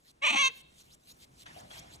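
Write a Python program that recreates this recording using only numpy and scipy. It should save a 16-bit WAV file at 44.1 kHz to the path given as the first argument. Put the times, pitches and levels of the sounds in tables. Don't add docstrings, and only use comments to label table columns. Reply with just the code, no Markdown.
import sys
import numpy as np
from scipy import signal
from scipy.fft import rfft, irfft
from scipy.io import wavfile
from scipy.ndimage import uniform_filter1d

SR = 44100
rng = np.random.default_rng(int(sys.argv[2]) if len(sys.argv) > 2 else 0)


def level_to_linear(level):
    exponent = np.asarray(level, float) / 20
    return 10 ** exponent


def master(y):
    cut = np.clip(np.atleast_2d(y).T, -1, 1)
    pcm = np.round(cut * 32767)
    wavfile.write(sys.argv[1], SR, pcm.astype(np.int16))


N = 88200
T = np.arange(N) / SR

# freq_hz, level_db
AIR_COLOUR = [(40, -21), (150, -19), (500, -21.5), (1400, -29), (4400, -38.5), (7000, -40), (12500, -42),
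              (16000, -41)]
# freq_hz, level_db
RUMBLE_COLOUR = [(25, -21), (45, -22), (70, 7.5), (95, -6), (125, 1.5), (200, -5.5), (450, -16), (800, -45)]
# time_s, level_db
SHIFTING = [(0, -80), (.17, -72.5), (.6, -68.5), (.87, -69.5), (.94, -66.5), (1.0, -75.5), (1.12, -67),
            (1.4, -67.5), (1.55, -59), (1.69, -62), (1.8, -59.5), (2, -60)]
# freq_hz, correlation_0_1
ALIKE = [(60, .99), (130, .95), (270, .7), (600, .5), (1200, .7), (3000, .5), (6500, .7), (12500, .85)]
AIR_DB = -67.5

# start_s, level_db, t60_s, dullness_db
PATS = [
    (1.456, -50, 0.67, -1.5),
    (1.558, -61.5, 0.65, 17),
    (1.701, -49.5, 1, -1.4),
    (1.813, -93, 1, 34),
]
# freq_hz, level_db
PAT_COLOUR = [(150, -52), (250, -44), (478, -30), (650, -5), (1530, -6), (3620, -10), (12000, -28.5),
              (15600, -70), (22000, -120)]
# start_s, peak_db, pitch_hz
TICKS = [
    (1.4655, -41, 3900),
    (1.4655, -43, 2500),
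    (1.7135, -41, 1900),
    (1.714, -38, 3350),
    (1.779, -41, 3150),
    (1.788, -43, 3700),
]
# mid_s, length_s, mid_hz, climb_hz_per_s, level_db
FLICK = (1.7975, .007, 6400, 400000, -46)

# end_s, length_s, level_db, whistle_db, grip_db
STROKES = [
    (0.121, 0.11, -65, -24, 0.5),
    (0.621, 0.12, -58, -14.5, -15),
    (0.828, 0.098, -63.5, -28, -1),
    (0.957, 0.15, -61.5, -5, -35),
    (1.129, 0.087, -62, -26, 3.5),
    (1.257, 0.13, -61.5, -11, -1.5),
    (1.441, 0.12, -62.5, -13, 4),
    (1.616, 0.13, -59, -4.5, -16),
    (1.805, 0.095, -52.5, -6.5, -11.5),
    (1.968, .11, -60.5, -3, 0.5),
]
# freq_hz, level_db
CLOTH_COLOUR = [(800, -17), (2200, -9), (3570, -5.5), (4930, -8), (6980, -6), (10000, -12), (12500, -3),
                (16000, -20.5)]
SWELL_DB, STOP_S = -11, 0.0067
WHISTLE_LO_HZ, WHISTLE_HI_HZ, WHISTLE_WIDTH_HZ = 2540, 9240, 800
GRIP_BEFORE_S, GRIP_S, GRIP_HZ, GRIP_WIDTH_HZ = 0.03, 0.023, 4130, 1300
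SEAM_S, SEAM_DB, SEAM_HZ, SEAM_WIDTH_HZ, SEAM_T60_S = 1.706, -57, 3300, 230, .8

# freq_hz, t60_s
WALL_DECAY = [(500, 0.99), (1000, 0.5), (2500, 0.54), (4000, 0.77), (7000, 0.16), (11000, 0.099)]
WALLS_DB, PATH_TURN_HZ = -25.5, 17

# time_s, pitch_hz, effort_db
START = [
    (.213, 549.5, -71),
    (.224, 546.2, -33.5),
    (.246, 610.3, -22.5),
    (.262, 585.6, -25.5),
    (.272, 493, -22),
    (.28, 524.3, -23.5),
    (.289, 598.4, -23),
    (.298, 629.2, -25),
]
# time_s, pitch_hz, effort_db
GROWL = [
    (0.308, 572, -22.5),
    (0.319, 560, -33.5),
    (0.331, 560, -28.5),
    (0.348, 538, -26.5),
    (.353, 519.7, -39),
    (0.36, 541.5, -26),
]
# time_s, pitch_hz, effort_db
NOTE = [
    (.372, 540.7, -24),
    (.388, 538, -24.5),
    (.395, 566, -23.5),
    (.414, 555.3, -23),
    (.436, 529.3, -23.5),
    (.46, 529.9, -22),
    (.481, 529, -25.5),
    (.488, 525, -39),
    (.503, 486, -54),
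]
# time_s, roughness_0_1, half_pitch_0_1, mouth_opening_ratio
FOLDS = [
    (0.213, 0.12, 0.18, 0.85),
    (0.261, 0.25, 0.31, 0.97),
    (0.288, 0.29, 0.08, 1),
    (0.303, 0.8, 0.98, 1),
    (0.361, 0.45, 0.7, 1.037),
    (0.381, 0.2, 0, .99),
    (0.401, 0.09, 0, 1.041),
    (0.485, 0.09, 0.05, 1.117),
    (0.497, 0.54, 0.2, 0.8),
]
# freq_hz, width_hz, level_db, gain_when_clear_db
THROAT = [(270, 69, -52, -9.5), (560, 304, -60.5, -5.3), (970, 580, -8, 0.2), (2322, 935, -1, 3.33),
          (2554, 795, 3.5, -0.86), (3482, 970, -6.5, 3.5), (3560, 490, -22.5, 15), (4116, 150, -10, -8),
          (6014, 830, -17.5, 6), (7150, 770, -25, -5.5), (8000, 1200, -25.5, -2.5),
          (9550, 1900, -31.5, 1.3), (12800, 4000, -35, -3)]
# freq_hz, width_hz, level_db
POCKETS = [(5250, 400, -12), (9150, 450, -13), (11500, 900, -8)]
# mid_s, length_s, level_db
SPURTS = [
    (0.246, .008, -12),
    (0.268, .009, 6),
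    (0.283, .006, 0.5),
    (0.304, .007, 4),
    (0.316, .005, 9.5),
    (0.327, .007, 9),
    (0.35, .006, 5.5),
    (.356, .004, 8),
    (0.372, .008, 5),
    (0.387, .01, 5),
]
# end_s, start_s, end_hz, start_hz, level_db
SLIDE = (0.3651, 0.3628, 682, 1247.5, -36.5)
# mid_s, length_s, pitch_hz, level_db
LOW_SWELLS = [
    (0.315, 0.025, 235.6, -43.5),
    (0.333, 0.014, 288.6, -39.5),
    (0.35, 0.0092, 270, -33),
    (0.362, 0.0078, 254.3, -37.5),
    (0.408, 0.079, 235.5, -54),
    (0.498, 0.025, 465, -51),
]
JITTER, PUFF_SHARE, RASP, DISPERSION_RAD = .12, .42, .22, .02
VOICE_DB, LOW_THIRD_DB = -0.96, 1.5
BRIGHT_DB, SHIMMER_DB = 30, 1.6
CLEAR_FROM_S, CLEAR_TO_S = 0.34, 0.36

# freq_hz, phase_rad
NEAR_PHASE = [(250, 0), (860, 3.1), (1720, 3.6), (1980, 5.5), (3790, 4.6), (5600, 6.2), (8900, 5.5),
              (12000, 3.1)]
# freq_hz, level_db
NEAR_PAN = [(200, 4.5), (350, -9), (600, 12.5), (1150, 14.5), (2090, -1.5), (2700, -5), (3770, 1),
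            (6810, 3.5)]
# freq_hz, phase_rad
WIDE_PHASE = [(260, 0), (520, 2.8), (1380, 2.7), (3960, 5.5), (4910, 3.5), (5600, 6.3), (9220, 5.3),
              (13200, 3.1)]
# freq_hz, level_db
WIDE_PAN = [(60, 1.5), (350, 0), (2090, 0.0), (12300, 0)]
MID_EDGE_HZ, SIDE_GAP_LO_HZ, SIDE_GAP_HI_HZ = 12750, 5900, 7300


def evened(x):
    return x / np.sqrt(np.mean(x ** 2) + 1e-20)


def read(points, hz):
    f, value = np.transpose(points)
    return np.interp(np.log(hz + 1), np.log(f + 1), value)


def drift(count, size):
    once = uniform_filter1d(rng.standard_normal(count), size=size)
    return evened(uniform_filter1d(once, size=size))


def bump(mid_s, length_s, t=T):
    return np.exp(-(2 * (t - mid_s) / length_s) ** 2)


def resonate(x, hz, width_hz):
    turn = np.exp(2j * np.pi * np.cumsum(hz * np.ones(len(x))) / SR)
    r = np.exp(-np.pi * width_hz / SR)
    return 2 * (turn * signal.lfilter([(1 - r) ** 2], [1, -2 * r, r * r], x / turn + 1e-18)).real


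def hiss(colour, patchy_db, size=512):
    hz = np.fft.rfftfreq(size, 1 / SR)
    a, b, c, d, patches = rng.standard_normal((4 * N // size + 5, len(hz), 5)).T
    patches = uniform_filter1d(patches, size=6, axis=0)
    patches = evened(uniform_filter1d(patches, size=5120 // size, axis=1))
    same = np.clip(read(ALIKE, hz), 0, 1)[:, None]
    left = a + 1j * b
    right = same * left + np.sqrt(1 - same ** 2) * (c + 1j * d)
    z = np.array([left, right]) * level_to_linear(read(colour, hz)[:, None] + patchy_db * patches)
    return evened(signal.istft(z, nperseg=size, noverlap=3 * size // 4)[1][:, :N])


def room():
    rumble = hiss(RUMBLE_COLOUR, patchy_db=2.5, size=2048)
    air = hiss(AIR_COLOUR, patchy_db=-0.5, size=1024)
    shift_db = np.interp(T, *np.transpose(SHIFTING))
    return level_to_linear(AIR_DB + 0.49 * (shift_db + 72.5)) * air + level_to_linear(shift_db) * rumble


def pats():
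    bright = hiss(PAT_COLOUR, patchy_db=4.0)
    hollow = [(250, -21.0), (500, -10.5), (690, 0.0), (900, -12), (2500, -36.5)]  # freq_hz, level_db
    dull = hiss(hollow, patchy_db=2.0)
    out = np.zeros((2, N))
    for start_s, db, t60_s, dull_db in PATS:
        t = np.maximum(T - start_s, 0)
        rise = np.minimum(t / .007, 1)
        out += rise * level_to_linear(db - 60 * t / t60_s) * (bright + level_to_linear(dull_db - 6.5) * dull)
    return out


def claws():
    out = np.zeros(N)
    for start_s, db, tick_hz in TICKS:
        t = np.maximum(T - start_s, 0)
        out += level_to_linear(db - 60 * t / .009) * np.sin(2 * np.pi * tick_hz * t)
    mid_s, length_s, mid_hz, climb, db = FLICK
    t = T - mid_s
    out += level_to_linear(db) * bump(mid_s, length_s) * np.sin(2 * np.pi * (mid_hz + climb * t / 2) * t)
    return out * np.array([[1], [.3]])


def strokes():
    weave = hiss([(20, 0), (20000, 0)], patchy_db=1)
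    fibres = hiss(CLOTH_COLOUR, patchy_db=3.5)
    pads = evened(np.array([resonate(w[::-1], GRIP_HZ, GRIP_WIDTH_HZ) for w in weave]))
    grit = level_to_linear(1.4 * evened(uniform_filter1d(rng.standard_normal(N), size=90)))
    out = np.zeros((2, N))
    for end_s, length_s, db, whistle_db, grip_db in STROKES:
        i, j = max(round((end_s - 2 * length_s) * SR), 0), round(end_s * SR)
        t = T[i:j] - end_s
        u = t / length_s + 1
        travel = np.clip(u, 0, 1)
        level = level_to_linear(db + SWELL_DB * np.maximum(.8 - u, 0)) * np.clip(-t / STOP_S, 0, 1)
        grip = level_to_linear(grip_db) * np.exp(-((t + GRIP_BEFORE_S) / GRIP_S) ** 2)
        hz = WHISTLE_LO_HZ + (WHISTLE_HI_HZ - WHISTLE_LO_HZ) * travel ** 4.7
        whistle = evened(np.array([resonate(w[i:j], hz, WHISTLE_WIDTH_HZ) for w in weave])) * travel
        rub = (1 + grip) * fibres[:, i:j] + 1.1 * grip * pads[:, i:j]
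        out[:, i:j] += level * grit[i:j] * (rub + level_to_linear(whistle_db + 5) * whistle)
    seam = evened(np.array([resonate(w, SEAM_HZ, SEAM_WIDTH_HZ) for w in weave]))
    fade_db = -60 * np.maximum(T - SEAM_S, 0) / SEAM_T60_S
    return out + seam * (T > SEAM_S) * level_to_linear(SEAM_DB + fade_db)


def walls(x):
    taps, out = np.zeros((2, SR)), 0
    at = np.arange(300, SR - 20, 20)
    spots = at + rng.integers(0, 20, (2, len(at)))
    np.put_along_axis(taps, spots, rng.choice([-1., 1.], (2, len(at))), 1)
    taps[1] = 0.2 * taps[0] + 1.0 * taps[1]
    for k in range(3):
        path = np.roll(taps, k * SR // 3, axis=1) * (np.arange(SR) >= 300)
        hz, t, z = signal.stft(path, SR, nperseg=256)
        decay = level_to_linear(-60 * t / read(WALL_DECAY, hz)[:, None])
        tail = signal.istft(z * decay, SR, nperseg=256)[1]
        tail = tail / np.linalg.norm(tail[0])
        share = np.sqrt(2 / 3) * np.cos(2 * np.pi * (PATH_TURN_HZ * T + k / 3))
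        out = out + signal.fftconvolve((x * share)[None], tail, axes=1)[:, :N]
    return level_to_linear(WALLS_DB) * out


def low_swells():
    out = np.zeros(N)
    for mid_s, length_s, hz, db in LOW_SWELLS:
        third = level_to_linear(LOW_THIRD_DB) * (mid_s < NOTE[0][0]) * np.cos(6 * np.pi * hz * T)
        out += level_to_linear(db) * bump(mid_s, length_s) * (np.cos(2 * np.pi * hz * T) + third)
    return out


def loose_fold():
    end_s, start_s, end_hz, start_hz, db = SLIDE
    u = np.clip((T - end_s) / (start_s - end_s), 0, 1)
    hz = end_hz + (start_hz - end_hz) * np.sin(np.pi * u / 2)
    return level_to_linear(db) * np.sin(np.pi * u) * np.cos(2 * np.pi * np.cumsum(hz) / SR)


def vocal_folds(t, pitch_hz, rough, half):
    hz = uniform_filter1d(pitch_hz, size=120) * (1 + JITTER * rough * drift(len(t), 80))
    turns = np.cumsum(hz) / SR
    pulses = 0
    for k in range(1, 52):
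        phase = np.pi * k * turns + DISPERSION_RAD * k * k * (.5 + k % 2)
        pulses = pulses + (half if k % 2 else 1) * np.cos(phase)
    puffs = evened((.3 + np.exp(-(turns % 1))) * rng.standard_normal(len(t)))
    drive = (1 - PUFF_SHARE * rough) * evened(pulses) + PUFF_SHARE * rough * puffs
    return drive, RASP * puffs


def throat(t, drive, rasp, mouth):
    clear = np.clip((t - CLEAR_FROM_S) / (CLEAR_TO_S - CLEAR_FROM_S), 0, 1)
    spurt_db = sum(db * bump(mid_s, length_s, t) for mid_s, length_s, db in SPURTS)
    voice = 0
    for k, (hz, width_hz, db, clear_db) in enumerate(THROAT):
        high = np.clip(hz / 5000 - .3, 0, 1)
        bright_db = BRIGHT_DB * (mouth - 1) + SHIMMER_DB * drift(len(t), 400)
        gain = level_to_linear(db + clear_db * clear + high ** 2 * spurt_db + high * bright_db)
        ring = resonate(drive + high * rasp, hz * mouth ** (1 - .6 * high), width_hz)
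        voice = voice + (-1) ** k * gain * ring
    return voice / np.sqrt(uniform_filter1d(voice ** 2, size=600) + 1e-12)


def otter():
    s, pitch, effort_db = np.transpose(list(START) + list(GROWL) + list(NOTE))
    t = np.arange(s[0], s[-1], 1 / SR)
    at, *state = np.transpose(FOLDS)
    rough, half, mouth = (np.interp(t, at, v) for v in state)
    drive, rasp = vocal_folds(t, np.interp(t, s, pitch), rough, half)
    voice = throat(t, drive, rasp, mouth)
    out = np.zeros(N)
    out[round(s[0] * SR):][:len(t)] = voice * level_to_linear(VOICE_DB + np.interp(t, s, effort_db))
    bins = np.fft.rfftfreq(N, 1 / SR)
    pocket_db = sum(db * np.exp(-((bins - hz) / width_hz) ** 2) for hz, width_hz, db in POCKETS)
    return irfft(rfft(out) * level_to_linear(pocket_db), N) + loose_fold() + low_swells()


def ports(x, phase, pan):
    hz, sign = np.fft.rfftfreq(N, 1 / SR), np.array([[.5], [-.5]])
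    return irfft(rfft(x) * level_to_linear(sign * read(pan, hz)) * np.exp(1j * sign * read(phase, hz)), N)


def scene():
    call = otter()
    around = room() + pats() + claws() + strokes() + walls(call)
    return ports(around, WIDE_PHASE, WIDE_PAN) + ports(call[None], NEAR_PHASE, NEAR_PAN)


def band_limit(x):
    return signal.sosfilt(signal.butter(12, 15750, fs=SR, output="sos"), x)


def record(dry):
    hz, (left, right) = np.fft.rfftfreq(N, 1 / SR), rfft(dry)
    top = np.clip((hz - MID_EDGE_HZ) / 500, 0, 1)
    gap = np.clip(np.minimum(hz - SIDE_GAP_LO_HZ, SIDE_GAP_HI_HZ - hz) / 200 + 1, 0, 1)
    mid = (left + right) / 2 * level_to_linear(-35 * top)
    side = (left - right) / 2 * level_to_linear(-22 * gap)
    mix = irfft([mid + side, mid - side], N)
    return band_limit(mix)


dry = scene()
out = record(dry)
master(out)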